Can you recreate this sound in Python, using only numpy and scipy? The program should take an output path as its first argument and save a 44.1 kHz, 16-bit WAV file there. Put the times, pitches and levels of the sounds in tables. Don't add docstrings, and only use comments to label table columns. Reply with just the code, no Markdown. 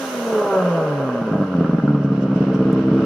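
import sys
import numpy as np
from scipy import signal
from scipy.fft import rfft, irfft, next_fast_len
from scipy.io import wavfile
from scipy.ndimage import map_coordinates

SR = 44100
rng = np.random.default_rng(int(sys.argv[2]) if len(sys.argv) > 2 else 0)


def unload_audio(sound):
    columns = np.transpose(np.atleast_2d(sound))
    steps = np.round(np.clip(columns, -1, 1) * 32767)
    wavfile.write(sys.argv[1], SR, steps.astype(np.int16))


N = 134505
T = np.arange(N) / SR

# (time [s], rate [firings per second])
FIRING_RATE = [(0, 272), (.2, 238.5), (.4, 210.3), (.55, 191), (.75, 167.6), (.95, 143), (1.15, 120.7),
               (1.32, 105.9), (1.55, 88), (1.75, 76.8), (2, 70.4), (2.25, 65.6), (2.65, 64.5), (3.05, 66.1)]
# level [dB], scaled by the two UNEVEN shares
CYLINDER_DB = [-0.9, -1.5, 3.5, 1, 0, 2]

# (time [s], 1st, 2nd and 3rd multiple of the firing rate [dB])
NOTE = [(0, -30, -39, -41), (.1, -33.5, -43, -53), (.22, -26.5, -33.5, -48), (.3, -28, -27.5, -31.5),
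        (.38, -27, -17, -48), (.47, -43, -28.5, -29.5), (.53, -39, -23.5, -26.5), (.57, -27, -20.5, -20),
        (.66, -19.5, -50, -25.5), (.76, -22, -31, -28.5), (.84, -27, -39, -23), (.91, -24.5, -29, -29.5),
        (1.02, -27, -29.5, -45), (1.13, -35, -24, -42), (1.28, -54, -26, -45), (1.5, -51, -32, -51.5),
        (1.8, -62.5, -24.5, -35.5), (2.2, -69, -50, -60.5)]
# (time [s], 4th, 5th, 6th and 7th multiple [dB])
OVERTONES = [(.24, -50, -48, -45, -58), (.39, -34, -37, -46, -52), (.47, -33, -34, -40, -46),
             (.55, -30, -28.5, -37, -31), (.61, -34, -47, -39, -38), (.68, -43, -45, -42, -43),
             (.79, -24, -47, -40, -46), (.87, -42, -42, -50, -47), (.98, -32, -50, -48, -50),
             (1.3, -50, -55, -58, -62)]
OVERTONE_FADE_DB_PER_S = 40

# (time [s], pulse level [dB], turbulence level [dB])
RASP = [(0, -36.5, -32), (.2, -33, -35), (.36, -29.5, -25.5), (.48, -25.5, -26.5), (.6, -29.5, -26),
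        (.8, -30.5, -25.5), (1, -32, -27.5), (1.35, -36.5, -28), (1.5, -36.5, -34.5), (2.1, -50.5, -36),
        (3.05, -40, -34)]
# (frequency [Hz], level [dB])
RASP_COLOUR = [(60, -54), (170, -5), (330, -8), (440, 1), (570, 2.5), (650, -0.5), (715, -11.5),
               (810, -6.5), (890, -14), (1000, -7), (1350, -10), (1620, -13), (1850, -40), (2800, -37),
               (12000, -84)]
RASP_SCATTER_DB, RASP_UNEVEN, GATE_DEPTH = 1.2, .6, .7
GAS_FLUTTER_DB = 1.0

# (time [s], level [dB])
AIR = [(0, -38.5), (.25, -41), (.55, -46.5), (.8, -52), (1.3, -59.5), (1.8, -66), (3.05, -87.5)]
# (frequency [Hz], level [dB])
AIR_COLOUR = [(300, -7), (1500, -3), (2800, -1), (3800, -3.5), (5000, -5.5), (6500, -1.5), (7200, -11),
              (8800, -10), (10200, -5), (11500, -10.5), (13500, -11.5), (15600, -18)]
# (time [s], level [dB])
RUSTLES = [(2.045, -53), (2.226, -51.5), (2.362, -50), (2.55, -49)]
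# (frequency [Hz], level [dB])
RUSTLE_COLOUR = [(1500, -10), (2900, 15.5), (4000, -3), (5800, 4), (7200, -7.5), (10500, -12.5),
                 (15000, -28)]
RUSTLE_S = .013

# (time [s], level [dB])
BAY = [(0, -36.5), (.8, -39), (1.5, -43.5), (1.9, -45.5), (2.25, -44), (2.55, -41), (2.8, -41), (3.05, -38)]
# (frequency [Hz], level [dB])
BAY_COLOUR = [(25, -41), (70, -13), (130, -7.5), (1500, 9.5), (2000, 2.5), (2900, 1.5), (3700, -9.5),
              (5800, -14.5), (7200, -28.5), (10500, -25), (13500, -40), (15600, -53)]
BAY_WAVER_DB = 1.1

# (time [s], relative strength [dB])
POPS = [(1.212, -15.5), (1.314, -12), (1.333, -13), (1.352, -10.5), (1.382, -16.5), (1.402, -11.5),
        (1.422, -12), (1.551, -11.5), (1.586, -9.5), (1.609, -8.5), (1.645, -10.5), (1.694, -9),
        (1.732, -9), (1.745, -8.5), (1.784, -10), (1.837, -8), (1.851, -11), (1.878, -10), (1.892, -9),
        (1.905, -9), (1.933, -12.5), (1.947, -8), (1.975, -14), (2.003, -13), (2.046, -9.5), (2.104, -13),
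        (2.544, -9.5), (2.731, -7.5), (2.915, -7)]
# (time [s], relative strength [dB])
IDLE = [(1.15, -30), (1.6, -16.5), (1.9, -25), (2.05, -13), (2.3, -11), (2.65, -9), (3.05, -9.5)]
MISSES = [2.031, 2.09, 2.134, 2.163, 2.209, 2.269, 2.346, 2.392, 2.453, 2.53, 2.577, 2.639, 2.716, 2.824,
          2.9, 3.007]
MISS_DB, REBOUND_DB = -14, .5
IDLE_UNEVEN, SCATTER_DB = .4, 1.3
JITTER_S, LEAD_S = .00034, .00054
# (frequency [Hz], level [dB])
POP_COLOUR = [(30, -14), (60, -17.5), (100, -11.5), (140, -4), (170, 6.5), (230, -1), (295, 0), (355, -17),
              (435, -9.5), (520, -26.5), (640, -25), (760, -39), (1300, -38), (1900, -53), (6000, -80.5)]
# (frequency [Hz], level [dB])
IDLE_COLOUR = [(30, -27), (60, -31.5), (90, -8.5), (130, 1.5), (190, -3.5), (260, 2), (328, 5.5),
               (372, -21.5), (445, -5), (510, -20), (640, -28.5), (760, -45.5), (1300, -31.5), (1900, -61),
               (6000, -72.5)]
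# (time [s], share of the idle colour [0 to 1])
BRIGHTEN = [(1.9, 0.22), (2.3, 0.16), (2.8, 0.86)]
PUSH_S, PUSH_SHARE, ECHO_S, ECHO_SHARE = .0046, .5, .0092, .33
BOOM_HZ, BOOM_DECAY_S, BOOM_DB = 140.4, .032, -13
SMEAR_HZ, SMEAR_WIDTH_HZ = 220.3, 43
CHUFF_DB, CHUFF_S = -20.5, .016
# (frequency [Hz], level [dB])
CHUFF_COLOUR = [(200, -11), (450, 16.5), (800, -1), (1350, 1.5), (1620, -11), (1900, -40.5), (3000, -26),
                (13000, -81.5)]

# (time [s], strength [dB])
BARKS = [(1.332, -17.5), (1.353, -22), (1.38, -19), (1.42, -22), (1.607, -21)]
# (frequency [Hz], level [dB])
BARK_COLOUR = [(200, -11), (420, 0), (660, -1), (800, -14), (1100, -15), (15000, -100)]
# (time [s], strength [dB])
CRACKS = [(1.3805, -26), (1.4355, -27), (1.499, -28), (1.5325, -29), (1.6435, -23.5), (1.662, -24),
          (1.71, -25), (1.7827, -23.5), (1.799, -26), (1.877, -23)]
# (frequency [Hz], level [dB])
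CRACK_COLOUR = [(500, -22.5), (950, 0), (1350, 6), (1650, -5.5), (1900, -25), (15000, -75)]
BARK_DECAY_S, CRACK_DECAY_S = .008, .004

# (frequency [Hz], level [dB])
TICK_COLOUR = [(2000, -12), (6000, -1), (9500, 0), (13500, -1), (15600, -16)]
TICK_S, TICK_DB, TICK_DECAY_S = 2.728, -44, .004

# (frequency [Hz], left minus right [dB])
PIPE_PAN = [(150, -.1), (350, -.5), (700, -.7), (1400, -3), (3000, -5)]
# (frequency [Hz], left minus right [dB])
AIR_PAN = [(1000, 16), (3000, -8.5), (5500, -9.5), (7500, -1.5), (14000, 0.5)]
# (frequency [Hz], left minus right [dB])
BAY_PAN = [(300, -16.5), (1200, -3), (2500, -7), (5000, -15), (7500, -7), (14000, 10)]
# (frequency [Hz], side level [dB])
TREBLE_WIDTH = [(5000, -1), (8000, 5), (12000, -5)]
AIR_ALIKE, BAY_ALIKE, RASP_ALIKE = .25, .049, .98

# (frequency [Hz], level [dB])
YARD_COLOUR = [(100, -22), (300, -10), (700, 0), (2000, 0), (15000, -1)]
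# (frequency [Hz], side level [dB])
YARD_WIDTH = [(100, -40), (300, -14), (700, -6), (2000, 0)]
YARD_DB, YARD_T60_S = -7.5, .26
LOW_CUT_HZ, TOP_HZ = 40, 15650


def amp(db):
    return 10 ** (np.asarray(db) / 20)


def unit(x):
    return x / np.sqrt(np.mean(x ** 2) + 1e-20)


def curves(rows):
    s, *columns = np.transpose(rows)
    return [np.interp(T, s, column) for column in columns]


def along(points, hz):
    f, v = np.transpose(points)
    return np.interp(np.log(hz + 1), np.log(f + 1), v)


def coloured(x, points):
    m = 2 * next_fast_len(N * 2 // 3)
    gain = unit(amp(along(points, np.fft.rfftfreq(m, 1 / SR))))
    cepstrum = irfft(np.log(gain + 1e-7))
    cepstrum[1:m // 2] *= 2
    cepstrum[m // 2 + 1:] = 0
    return irfft(rfft(x, m) * np.exp(rfft(cepstrum)))[..., :N]


def panned(x, points):
    m = next_fast_len(N + SR // 10)
    lean = along(points, np.fft.rfftfreq(m, 1 / SR)) / 2
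    return irfft(rfft(x, m) * amp([lean, -lean]), m)[:, :N]


def noise(alike):
    turn = np.arccos(np.clip(alike, 0, 1)) / 2
    mid, side = rng.standard_normal((2, N))
    return np.cos(turn) * mid + np.sin(turn) * np.array([side, -side])


def wobble(rate):
    knots = rng.standard_normal(int(N * rate / SR) + 4)
    return map_coordinates(knots, [T * rate])


def pulses(times, sizes):
    at = times[:, None] * SR
    taps = np.floor(at).astype(int) + np.arange(-7, 9)
    shape = np.sinc(taps - at) * np.sinc((taps - at) / 8)
    weights = (shape * sizes[:, None]).ravel()
    return np.bincount(np.clip(taps, 0, N).ravel(), weights, N + 1)[:N]


def note(cycles):
    fade_db = OVERTONE_FADE_DB_PER_S * np.maximum(T - OVERTONES[-1][0], 0)
    levels = curves(NOTE) + [db - fade_db for db in curves(OVERTONES)]
    phases = np.pi * np.arange(len(levels)) ** 2 / len(levels)
    tone = np.zeros(N)
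    for k, db in enumerate(levels):
        tone += np.sqrt(2) * amp(db) * np.cos(2 * np.pi * (k + 1) * cycles + phases[k])
    return tone


def rasp(cycles, rate, times, cylinder_db):
    pulse_db, gas_db = curves(RASP)
    scatter_db = RASP_SCATTER_DB * rng.standard_normal(len(times))
    sizes = amp(RASP_UNEVEN * cylinder_db + scatter_db)
    differences = pulses(times, unit(sizes - sizes.mean()))
    growl = differences * np.sqrt(SR / rate) * amp(pulse_db)
    gate = 1 + GATE_DEPTH * np.cos(2 * np.pi * cycles)
    gas = unit(noise(RASP_ALIKE) * gate) * amp(gas_db + GAS_FLUTTER_DB * wobble(90))
    return coloured(growl + gas, RASP_COLOUR)


def air():
    rush = coloured(amp(curves(AIR)[0]) * noise(AIR_ALIKE), AIR_COLOUR)
    swells = sum(amp(db) * np.exp(-.5 * ((T - s) / RUSTLE_S) ** 2) for s, db in RUSTLES)
    rustles = coloured(swells * noise(AIR_ALIKE), RUSTLE_COLOUR)
    return panned(rush + rustles, AIR_PAN)


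def bay(cycles, depth=0.094):
    level_db = curves(BAY)[0] + BAY_WAVER_DB * wobble(14)
    pulsing = 1 + depth * np.sin(2 * np.pi * cycles)
    return panned(coloured(noise(BAY_ALIKE) * amp(level_db) * pulsing, BAY_COLOUR), BAY_PAN)


def panels(x, ring_s=0.01, ring_db=-7):
    t = T[:SR // 8]
    tail = rng.standard_normal((2, len(t))) * np.exp(-t / ring_s)
    ring = signal.fftconvolve(x, tail / np.linalg.norm(tail[0]), axes=1)[:, :N]
    return x + amp(ring_db) * ring


def treble_width(x):
    m = next_fast_len(N + SR // 10)
    width = amp(along(TREBLE_WIDTH, np.fft.rfftfreq(m, 1 / SR)))
    side = irfft(rfft((x[0] - x[1]) / 2, m) * width, m)[:N]
    return x.mean(0) + np.array([side, -side])


def yard(x):
    t = T[:SR // 2]
    decay = amp(-60 * t / YARD_T60_S) * (t > .005)
    tails = rng.standard_normal((2, len(t))) * decay
    mid, side = (signal.fftconvolve(x.mean(0), tail / np.linalg.norm(tail))[:N] for tail in tails)
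    side = coloured(side, YARD_WIDTH)
    return coloured(np.array([mid + side, mid - side]), YARD_COLOUR)


def boom(x):
    t = T[:SR // 5]
    ring = np.sin(2 * np.pi * BOOM_HZ * t) * np.exp(-t / BOOM_DECAY_S)
    return amp(BOOM_DB) * signal.fftconvolve(x, ring)[:N]


def smeared(x):
    r = np.exp(-np.pi * SMEAR_WIDTH_HZ / SR)
    poles = [1, -2 * r * np.cos(2 * np.pi * SMEAR_HZ / SR), r * r]
    return signal.lfilter(poles[::-1], poles, x)


def firing_strengths(times, cylinder_db, scatter_db):
    idle_db = np.interp(times, *np.transpose(IDLE)) + cylinder_db + scatter_db
    idle = amp(idle_db) * (times > IDLE[0][0])
    for s in MISSES:
        k = np.argmin(abs(times - s))
        idle[k:k + 2] *= amp([MISS_DB, REBOUND_DB])
    hard = np.zeros(len(times))
    for s, db in POPS:
        k = np.argmin(abs(times - s))
        hard[k], idle[k] = amp(db), 0
    return hard, idle


def firings(times, cylinder_db):
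    chance = rng.standard_normal((len(times), 2))
    hard, idle = firing_strengths(times, cylinder_db, SCATTER_DB * chance[:, 0])
    at = times - LEAD_S + JITTER_S * chance[:, 1]
    pops, beats = pulses(at, hard), pulses(at, idle)
    push = PUSH_SHARE * pulses(at + PUSH_S, idle)
    echo = ECHO_SHARE * pulses(at + ECHO_S, idle)
    bright = np.clip(curves(BRIGHTEN)[0], 0, 1)
    dull = amp(23.5) * coloured(pops + (1 - bright) * beats, POP_COLOUR)
    full = amp(22.5) * smeared(coloured(bright * (beats + push + echo), IDLE_COLOUR))
    thumps = boom(pops + beats) - dull - full
    flow = signal.lfilter([1], [1, -np.exp(-1 / (CHUFF_S * SR))], pops + beats)
    chuffs = amp(CHUFF_DB) * coloured(flow * noise(RASP_ALIKE), CHUFF_COLOUR)
    return thumps + chuffs


def bursts(rows, decay_s, colour):
    envelope = sum(amp(db) * (T > s) * np.exp(-abs(T - s) / decay_s) for s, db in rows)
    return coloured(envelope * noise(RASP_ALIKE), colour)


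def tick():
    envelope = amp(TICK_DB) * (T > TICK_S) * np.exp(-abs(T - TICK_S) / TICK_DECAY_S)
    return coloured(noise(AIR_ALIKE) * envelope, TICK_COLOUR)


def scene():
    rate, = curves(FIRING_RATE)
    cycles = np.cumsum(rate) / SR
    count = np.arange(1, int(cycles[-1]) + 1)
    times = np.interp(count, cycles, T)
    cylinder_db = np.take(CYLINDER_DB, count, mode="wrap")
    exhaust = note(cycles) + rasp(cycles, rate, times, cylinder_db)
    exhaust = exhaust + firings(times, IDLE_UNEVEN * cylinder_db)
    barks = bursts(BARKS, BARK_DECAY_S, BARK_COLOUR)
    cracks = bursts(CRACKS, CRACK_DECAY_S, CRACK_COLOUR)
    pipe = panned(exhaust + barks + cracks, PIPE_PAN)
    surroundings = treble_width(panels(air() + bay(cycles)) + tick())
    return pipe + amp(YARD_DB) * yard(pipe) + surroundings


def record(dry):
    m = next_fast_len(N + SR // 10)
    hz = np.fft.rfftfreq(m, 1 / SR)
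    response = (hz < TOP_HZ) * hz ** 2 / (hz ** 2 + LOW_CUT_HZ ** 2)
    return irfft(rfft(dry, m) * response, m)[:, :N]


dry = scene()
out = record(dry)
unload_audio(out)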